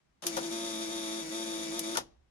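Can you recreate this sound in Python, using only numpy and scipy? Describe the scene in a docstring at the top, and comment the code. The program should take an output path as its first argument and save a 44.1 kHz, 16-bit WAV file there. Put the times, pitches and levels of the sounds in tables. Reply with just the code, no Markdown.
"""A parked car in a garage, the air still. A switch on the steering column clicks on and knocks in its plastic
housing, and while a hand holds it a relay chatters behind the dashboard. The armature swings some 335
times a second, humming, ticking its contacts and shaking loose trim: driven hard it slams home in a
three-swing pattern that rings the steel frame, driven weakly it limps in twos. Near two seconds the switch
clacks back and the buzz stops; the cabin rings briefly, and a faint garage tail fades over a low rumble."""
import sys
import numpy as np
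from scipy import signal
from scipy.io import wavfile

SR = 44100
rng = np.random.default_rng(int(sys.argv[2]) if len(sys.argv) > 2 else 0)


def to_wav(s):
    """Save 16-bit WAV."""
    ch = np.atleast_2d(s).T  # columns
    pcm = np.round(np.clip(ch, -1, 1) * 32767)  # PCM
    wavfile.write(sys.argv[1], SR, pcm.astype(np.int16))


N = 101429
TIME = np.arange(N) / SR
RING_TIME = np.arange(SR // 3) / SR
BAND_EDGES = 22 * 2 ** np.arange(0, 9.8, .25)   # quarter octaves, Hz
BAND_CENTRES = np.sqrt(BAND_EDGES[1:] * BAND_EDGES[:-1])

# colour of the still air: f/Hz, density/dB
AIR_COLOUR = [(25, -8), (60, -2), (600, -18.5), (2000, -23), (7000, -33), (15000, -50)]
# colour of the low rumble: f/Hz, density/dB
RUMBLE_COLOUR = [(35, -16), (57, 2.5), (100, -13.5), (1500, -63)]
# fader ride on the rumble: t/s, level/dB
RUMBLE_LEVEL = [(.2, -110), (.35, -67), (2.08, -70.5), (2.16, -65.5), (2.28, -73.5)]

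# cues for the detent's clicks: t/s, level/dB, pan to the left/dB, tilt/(dB per octave), attack/s, t60/s
CLICK_CUES = [(0.2208, -42.5, 5, -3, 0.0097, 0.08), (0.2353, -42, -13, -4, 0.0011, 0.15),
              (0.2662, -26.5, 1.5, 2.5, .0002, 0.1), (0.3646, -31.5, 0.5, -1, 0.009, 0.083),
              (1.792, -30, -1.5, 5.5, .0003, 0.075), (1.9495, -36, 1, -3.5, .003, 0.12),
              (1.9704, -25.5, -1, -1.1, .0005, 0.11)]
# colour of a click before its tilt: f/Hz, density/dB
CLICK_COLOUR = [(150, -23), (500, -2), (1500, -2), (2200, -9), (3300, 2), (4200, -2.5), (6000, 3.5),
                (7600, -11), (9300, -2.5), (11300, -2), (13000, -8), (14500, -17), (15800, -15)]

# pitch of the armature's swing: t/s, f/Hz
SWING_RATE = [(.27, 345.1), (.33, 326.6), (.45, 337.3), (.5, 330.4), (.54, 341), (.69, 337.9), (.77, 327.7),
              (.83, 336.8), (.88, 329.5), (.93, 338), (1.08, 329.1), (1.19, 335.8), (1.255, 323),
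              (1.3, 321), (1.365, 337.7), (1.71, 327.4), (1.78, 342), (1.81, 328.7), (1.95, 337)]
# width of the swing: t/s, level/dB
SWING_LEVEL = [(.245, -62), (.26, -39.5), (.32, -41.5), (.44, -40), (.56, -39.5), (.78, -43), (.81, -39),
               (.87, -40.5), (1.2, -41), (1.245, -45), (1.295, -43.5), (1.33, -40), (1.775, -41),
               (1.797, -44.5), (1.815, -41), (1.95, -39.5)]
# force of the slams against the frame: t/s, level/dB
SLAM_FORCE = [(.32, -56), (.35, -48), (.405, -58), (.44, -47), (.502, -61.5), (.513, -46.5), (.835, -46.5),
              (.86, -53), (.91, -46.5), (1.21, -47), (1.245, -62), (1.3, -59), (1.322, -46.5), (1.428, -46),
              (1.445, -54), (1.462, -46.5), (1.63, -48), (1.71, -57.5), (1.722, -47), (1.79, -46.5),
              (1.825, -60.5), (1.84, -47), (1.955, -47.5)]
# contacts in one three-swing pattern: offset/swings, tick level/dB, frame ring level/dB
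SLAMS = [(0.102, 0.5, -12), (1.149, 0.5, -1), (2.101, 0.5, -3)]
# contacts in one two-swing limp: offset/swings, tick level/dB
LIMPS = [(0, 1.5), (1.12, -4.5)]
# partials of the hum: multiple of the swing rate, level/dB
HUM_PARTIALS = [(1, 0.5), (2, -15.5), (4, -25.5)]
# partials of the three-swing pattern: multiple of a third of the swing rate, level/dB
SLAM_PARTIALS = [(2, -50.5), (4, -65.5), (5, -52.5), (6, -58.5), (8, -54.5), (10, -58), (11, -55),
                 (14, -63)]
# partials of the limp: multiple of half the swing rate, level/dB
LIMP_PARTIALS = [(1, -58.5), (3, -58.5), (6, -61)]
# colour of a contact tick: f/Hz, density/dB
TICK_COLOUR = [(300, -35), (520, -5.5), (800, -8.5), (1300, -10.5), (2300, -3), (3000, -10), (5000, -1),
               (6200, -1.5), (6900, -9), (10400, -9), (13000, -22), (17000, -30)]
# modes of the relay's steel frame: f/Hz, level/dB, t60/s
FRAME_MODES = [(2400, -14, .009), (3270, -5, 0.024), (3400, -1, .017), (3700, 3, .016), (3870, -3, .012),
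               (5490, -15, .01), (6130, -6.5, .014)]
# colour of the contact's bright snap: f/Hz, density/dB
SNAP_COLOUR = [(200, -18), (900, -4), (2000, -5), (8000, -2), (10000, 10), (12200, -8), (14500, 0),
               (17000, -22.5)]
# colour of the rattling trim: f/Hz, density/dB
TRIM_COLOUR = [(70, -31), (180, -1), (500, 0), (780, -8), (2500, -11), (6000, -40)]

# cues for the switch's knocks and bounces at the ends of its travel: t/s, level/dB, centre f/Hz
KNOCK_CUES = [(.3675, -36.5, 750), (0.3722, -30.5, 560), (.385, -38.5, 1000), (1.955, -35, 1500),
              (1.9712, -33, 1295), (1.9765, -32.5, 750), (2.003, -44, 300)]
# modes of the plastic switch housing: f/Hz, level/dB, t60/s
HOUSING_MODES = [(215, -7, 0.077), (521, -2, .06), (565, -3, 0.053), (743, -7, 0.073), (859, -5, .07),
                 (958, -4, 0.066), (1180, -7.5, 0.082), (1367, 0.5, 0.076), (1474, -3, 0.086),
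                 (1820, -4.5, .07)]
# colour of a knock's reflections in the cabin: f/Hz, density/dB
KNOCK_ECHO_COLOUR = [(60, -35.5), (150, 1.5), (800, 2), (1500, -17), (12000, -39)]

# stereo image of the noise layers: f/Hz, left-right likeness (clipped to +-0.99 in use)
STEREO_LIKENESS = [(250, 0.64), (500, -0.34), (1000, 0.06), (3500, 0), (8600, -0.19), (10300, .9),
                   (12200, -0.6), (14000, -2.42)]
# lean of the noise layers: f/Hz, pan to the left/dB
STEREO_BALANCE = [(200, -2), (700, 4), (2400, 2), (4000, 1), (5500, 7), (8200, 5.5), (10000, -0.5)]

RELAY_ON_S, RELAY_OFF_S, RELAY_FADE_S = .224, 1.96, .0039
FULL_FORCE_DB = -46.5   # from here up the relay ticks wholly in threes
CABIN_T60_S, GARAGE_T60_S = .12, .52
DAMPING_HZ = 9940   # upholstery loss is set here and grows with the square of frequency


def amp(db):
    """Decibels to gain."""
    return 10 ** (np.asarray(db) / 20)


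def unit_rms(x):
    """Scale to unit rms."""
    return x / np.sqrt(np.mean(x ** 2) + 1e-20)


def automation(rows):
    """A curve of (t/s, value) at every sample."""
    return np.interp(TIME, *np.transpose(rows))


def per_band(points):
    """A curve of (f/Hz, value) at every band centre."""
    hz, value = np.transpose(points)
    return np.interp(np.log(BAND_CENTRES), np.log(hz), value)


def pan(db):
    """Left and right gains; positive leans left."""
    return amp(np.array([[db], [-db]]) / 2)


def place(x, pan_db, lead_s):
    """Direct sound, panned and reaching the left side first."""
    t = TIME[:len(x)]
    return pan(pan_db) * np.array([x, np.interp(t - lead_s, t, x)])


def drift(corner_hz):
    """Smooth random modulation of unit rms."""
    pole = np.exp(-2 * np.pi * corner_hz / SR)
    return unit_rms(signal.lfilter([1], [1, -2 * pole, pole * pole], rng.standard_normal(N + SR))[SR:])


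def decay(t60):
    """A ring-out that falls 60 dB in t60 seconds."""
    return np.exp(-np.log(1000) * RING_TIME / t60)


def impulses(seconds, gains):
    """A train of one-sample triggers."""
    return np.bincount(np.clip(np.round(seconds * SR).astype(int), 0, N - 1), gains, N)


def excite(drive, response):
    """A mono drive sets off a stereo response."""
    return signal.fftconvolve(drive[None], response, axes=1)[:, :N]


def shaped_noise(band_db, envelope, loss_db_per_s=108.5):
    """Stereo noise under an envelope, coloured band by band, the treble dying first; unit energy."""
    white = rng.standard_normal((3, 2, len(envelope))) * envelope   # neighbouring bands get unlike noise
    likeness = np.clip(per_band(STEREO_LIKENESS), -.99, .99)
    out = 0
    for k, (hz, alike, lean_db) in enumerate(zip(BAND_CENTRES, likeness, per_band(STEREO_BALANCE))):
        bandpass = signal.butter(2, BAND_EDGES[k:k + 2], "band", fs=SR, output="sos")
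        damping = amp(-loss_db_per_s * (hz / DAMPING_HZ) ** 2 * TIME[:len(envelope)])
        mid, side = damping * signal.sosfilt(bandpass, white[k % len(white)])
        mid, side = np.sqrt(1 + alike) * unit_rms(mid), np.sqrt(1 - alike) * unit_rms(side)
        stereo = np.array([unit_rms(mid + side), unit_rms(mid - side)])
        out = out + amp(band_db[k]) * np.sqrt(hz) * pan(lean_db) * stereo
    return out / np.sqrt(np.sum(out ** 2) / 2)


def room_tone():
    """The bed: still air in the garage and a low rumble that comes up in the cabin."""
    air = unit_rms(shaped_noise(per_band(AIR_COLOUR), np.ones(N), loss_db_per_s=.5))
    rumble = unit_rms(shaped_noise(per_band(RUMBLE_COLOUR), np.ones(N), loss_db_per_s=.5))
    return amp(-73.5) * air + amp(automation(RUMBLE_LEVEL)) * rumble


def hit_envelope(t60, crack_db, tail_db=-28.5, crack_s=.0036):
    """Shape of one contact: a crack, the cabin's ring and the garage's tail."""
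    crack = amp(crack_db) * np.exp(-(RING_TIME / crack_s) ** 2)
    return crack + decay(t60) + amp(tail_db) * decay(GARAGE_T60_S)


def noise_hit(s, db, band_db, envelope):
    """One burst of noise; db is its rms with all its energy packed into 10 ms."""
    trigger = impulses(np.array([s]), [1.])
    return amp(db) * np.sqrt(SR / 100) * excite(trigger, shaped_noise(band_db, envelope))


def switch_click(s, db, pan_db, tilt_db, attack_s, t60):
    """The detent gives a sharp click with its own attack and brightness."""
    envelope = (1 - np.exp(-RING_TIME / attack_s)) * hit_envelope(t60, crack_db=-1.5)
    colour = per_band(CLICK_COLOUR) + tilt_db * np.log2(BAND_CENTRES)
    return pan(pan_db) * noise_hit(s, db, colour, envelope)


def relay():
    """The swinging armature drives the hum, the ticks, the slams and the trim."""
    rate_hz = automation(SWING_RATE) * (1 + .004 * drift(corner_hz=40))
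    swings = np.cumsum(rate_hz) / SR   # running count, the clock for every layer
    gate = np.clip((TIME - RELAY_ON_S) / RELAY_FADE_S, 0, 1)
    gate *= np.clip((RELAY_OFF_S - TIME) / RELAY_FADE_S, 0, 1)
    swing_db = automation(SWING_LEVEL)
    force = amp(automation(SLAM_FORCE) - FULL_FORCE_DB)
    touch = gate * amp(.34 * swing_db)   # ticks and trim follow the swing's width only gently
    hum = gate * armature_hum(swings, swing_db, force)
    return (hum + amp(-17.5) * garage_reverb(hum[0]) + contact_ticks(swings, touch, force)
            + frame_slams(swings, gate * force) + loose_trim(swings, touch))


def partials(table, swings, every, flutter_db):
    """Fluttering sines that peak together once in `every` swings, each slipping a little in phase."""
    tone = 0
    for multiple, db in table:
        slipped = swings + .006 * drift(corner_hz=60)
        gain = amp(db + flutter_db * drift(corner_hz=33.4))
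        tone = tone - gain * np.sqrt(2) * np.cos(2 * np.pi * multiple * slipped / every)
    return place(tone, pan_db=.2, lead_s=.00027)


def armature_hum(swings, swing_db, force):
    """The swing's own tone, with undertones in threes when driven hard and in twos when weak."""
    since_slam = swings - SLAMS[1][0]   # peaks line up with the hardest slam
    tone = partials(HUM_PARTIALS, since_slam, every=1, flutter_db=.9)
    threes = partials(SLAM_PARTIALS, since_slam, every=len(SLAMS), flutter_db=1.2)
    twos = partials(LIMP_PARTIALS, since_slam, every=len(LIMPS), flutter_db=1.2)
    return amp(swing_db) * tone + force * threes + np.clip(1.2 - force, .15, 1) * twos


def garage_reverb(x):
    """The garage answers with a diffuse tail."""
    return excite(x, shaped_noise(np.zeros(len(BAND_CENTRES)), decay(GARAGE_T60_S)))


def strikes(swings, every, offset, gain, spread_db, jitter_s=.00005):
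    """One trigger in `every` swings, scattered in time by jitter_s and in level by spread_db."""
    seconds = np.interp(np.arange(offset, swings[-1], every), swings, TIME)
    late, harder = rng.standard_normal((len(seconds), 2)).T
    return impulses(seconds + jitter_s * late, np.interp(seconds, TIME, gain) * amp(spread_db * harder))


def contact_ticks(swings, touch, force, rebound_swings=.45, rebound_db=-4):
    """The contacts tick and rebound on every swing, in threes when driven hard, else in twos."""
    slam_share = np.clip(force, 0, 1) ** 2
    triggers = 0
    for pattern, weight in (SLAMS, np.sqrt(slam_share)), (LIMPS, np.sqrt(1 - slam_share)):
        for offset, db, *_ in pattern:
            for delay, loss_db in (0, 0), (rebound_swings, rebound_db):
                train = strikes(swings, len(pattern), offset + delay, touch * weight, spread_db=2.5)
                triggers = triggers + amp(db + loss_db) * train
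    tick = shaped_noise(per_band(TICK_COLOUR), hit_envelope(CABIN_T60_S, crack_db=.5))
    return amp(-44) * unit_rms(excite(triggers, tick))


def frame_ring():
    """The relay's steel frame pings in its modes, heard directly and through the cabin."""
    ring = sum((-1) ** k * amp(db) / np.sqrt(t60) * np.sin(2 * np.pi * hz * RING_TIME) * decay(t60)
               for k, (hz, db, t60) in enumerate(FRAME_MODES))
    cabin = rng.standard_normal((2, len(ring))) * hit_envelope(CABIN_T60_S, crack_db=-5)
    cabin /= np.sqrt(np.sum(cabin ** 2) / 2)
    echo = excite(ring, cabin)[:, :len(ring)]
    return place(ring, pan_db=2.5, lead_s=.00006) + amp(-1.5) * echo


def frame_slams(swings, force):
    """Hard slams ring the frame, one in three most of all; the first of each three snaps brightly."""
    slams = sum(strikes(swings, len(SLAMS), offset, force * amp(db), spread_db=2)
                for offset, _, db in SLAMS)
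    snaps = strikes(swings, len(SLAMS), SLAMS[0][0], force, spread_db=2)
    ringing = unit_rms(excite(slams, frame_ring()))
    edge = amp(20.5) * np.exp(-RING_TIME / .0007)   # a hard spike on the front of the snap
    snap = shaped_noise(per_band(SNAP_COLOUR), hit_envelope(CABIN_T60_S, crack_db=-.5) + edge)
    return amp(-46.5) * ringing + amp(-54.5) * unit_rms(excite(snaps, snap))


def loose_trim(swings, touch):
    """Loose trim is shaken about once a swing, at uneven moments."""
    shakes = strikes(swings, every=.97, offset=0, gain=touch, spread_db=0, jitter_s=.001203)
    rattle = shaped_noise(per_band(TRIM_COLOUR), hit_envelope(CABIN_T60_S, crack_db=-9.5))
    return amp(-51) * unit_rms(excite(shakes, rattle))


def housing_knock(s, db, centre_hz, width_octaves=.45, skirt_db=-13, attack_s=.00056):
    """A dull knock: the plastic housing rings most in the modes near centre_hz, and the cabin answers."""
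    ring = 0
    for hz, mode_db, t60 in HOUSING_MODES:
        nearness = np.exp(-(np.log2(hz / centre_hz) / width_octaves) ** 2 / 2)
        mode = np.sin(2 * np.pi * (hz * RING_TIME + rng.random())) * decay(t60)
        ring = ring + amp(mode_db + skirt_db * (1 - nearness)) * mode
    ring *= 1 - np.exp(-RING_TIME / attack_s)
    ring *= np.sqrt(SR / 100 / np.sum(ring ** 2))   # same level scale as noise_hit
    direct = excite(impulses(np.array([s]), [1.]), place(ring, pan_db=6, lead_s=.00031))
    echo_envelope = hit_envelope(t60=.11, crack_db=-12, tail_db=-17)
    return amp(db) * direct + noise_hit(s, db - 8, per_band(KNOCK_ECHO_COLOUR), echo_envelope)


def scene():
    """The mix: the relay's buzz and the switch's clicks and knocks over the room tone."""
    buzz = relay()
    knocks = sum(housing_knock(*cue) for cue in KNOCK_CUES)
    clicks = sum(switch_click(*cue) for cue in CLICK_CUES)
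    return room_tone() + clicks + buzz + knocks


def record(dry):
    """A steep high cut on the mix, 70 dB down from 17.3 kHz."""
    return signal.sosfilt(signal.cheby2(12, 70, 17300, fs=SR, output="sos"), dry)


dry = scene()
out = record(dry)
to_wav(out)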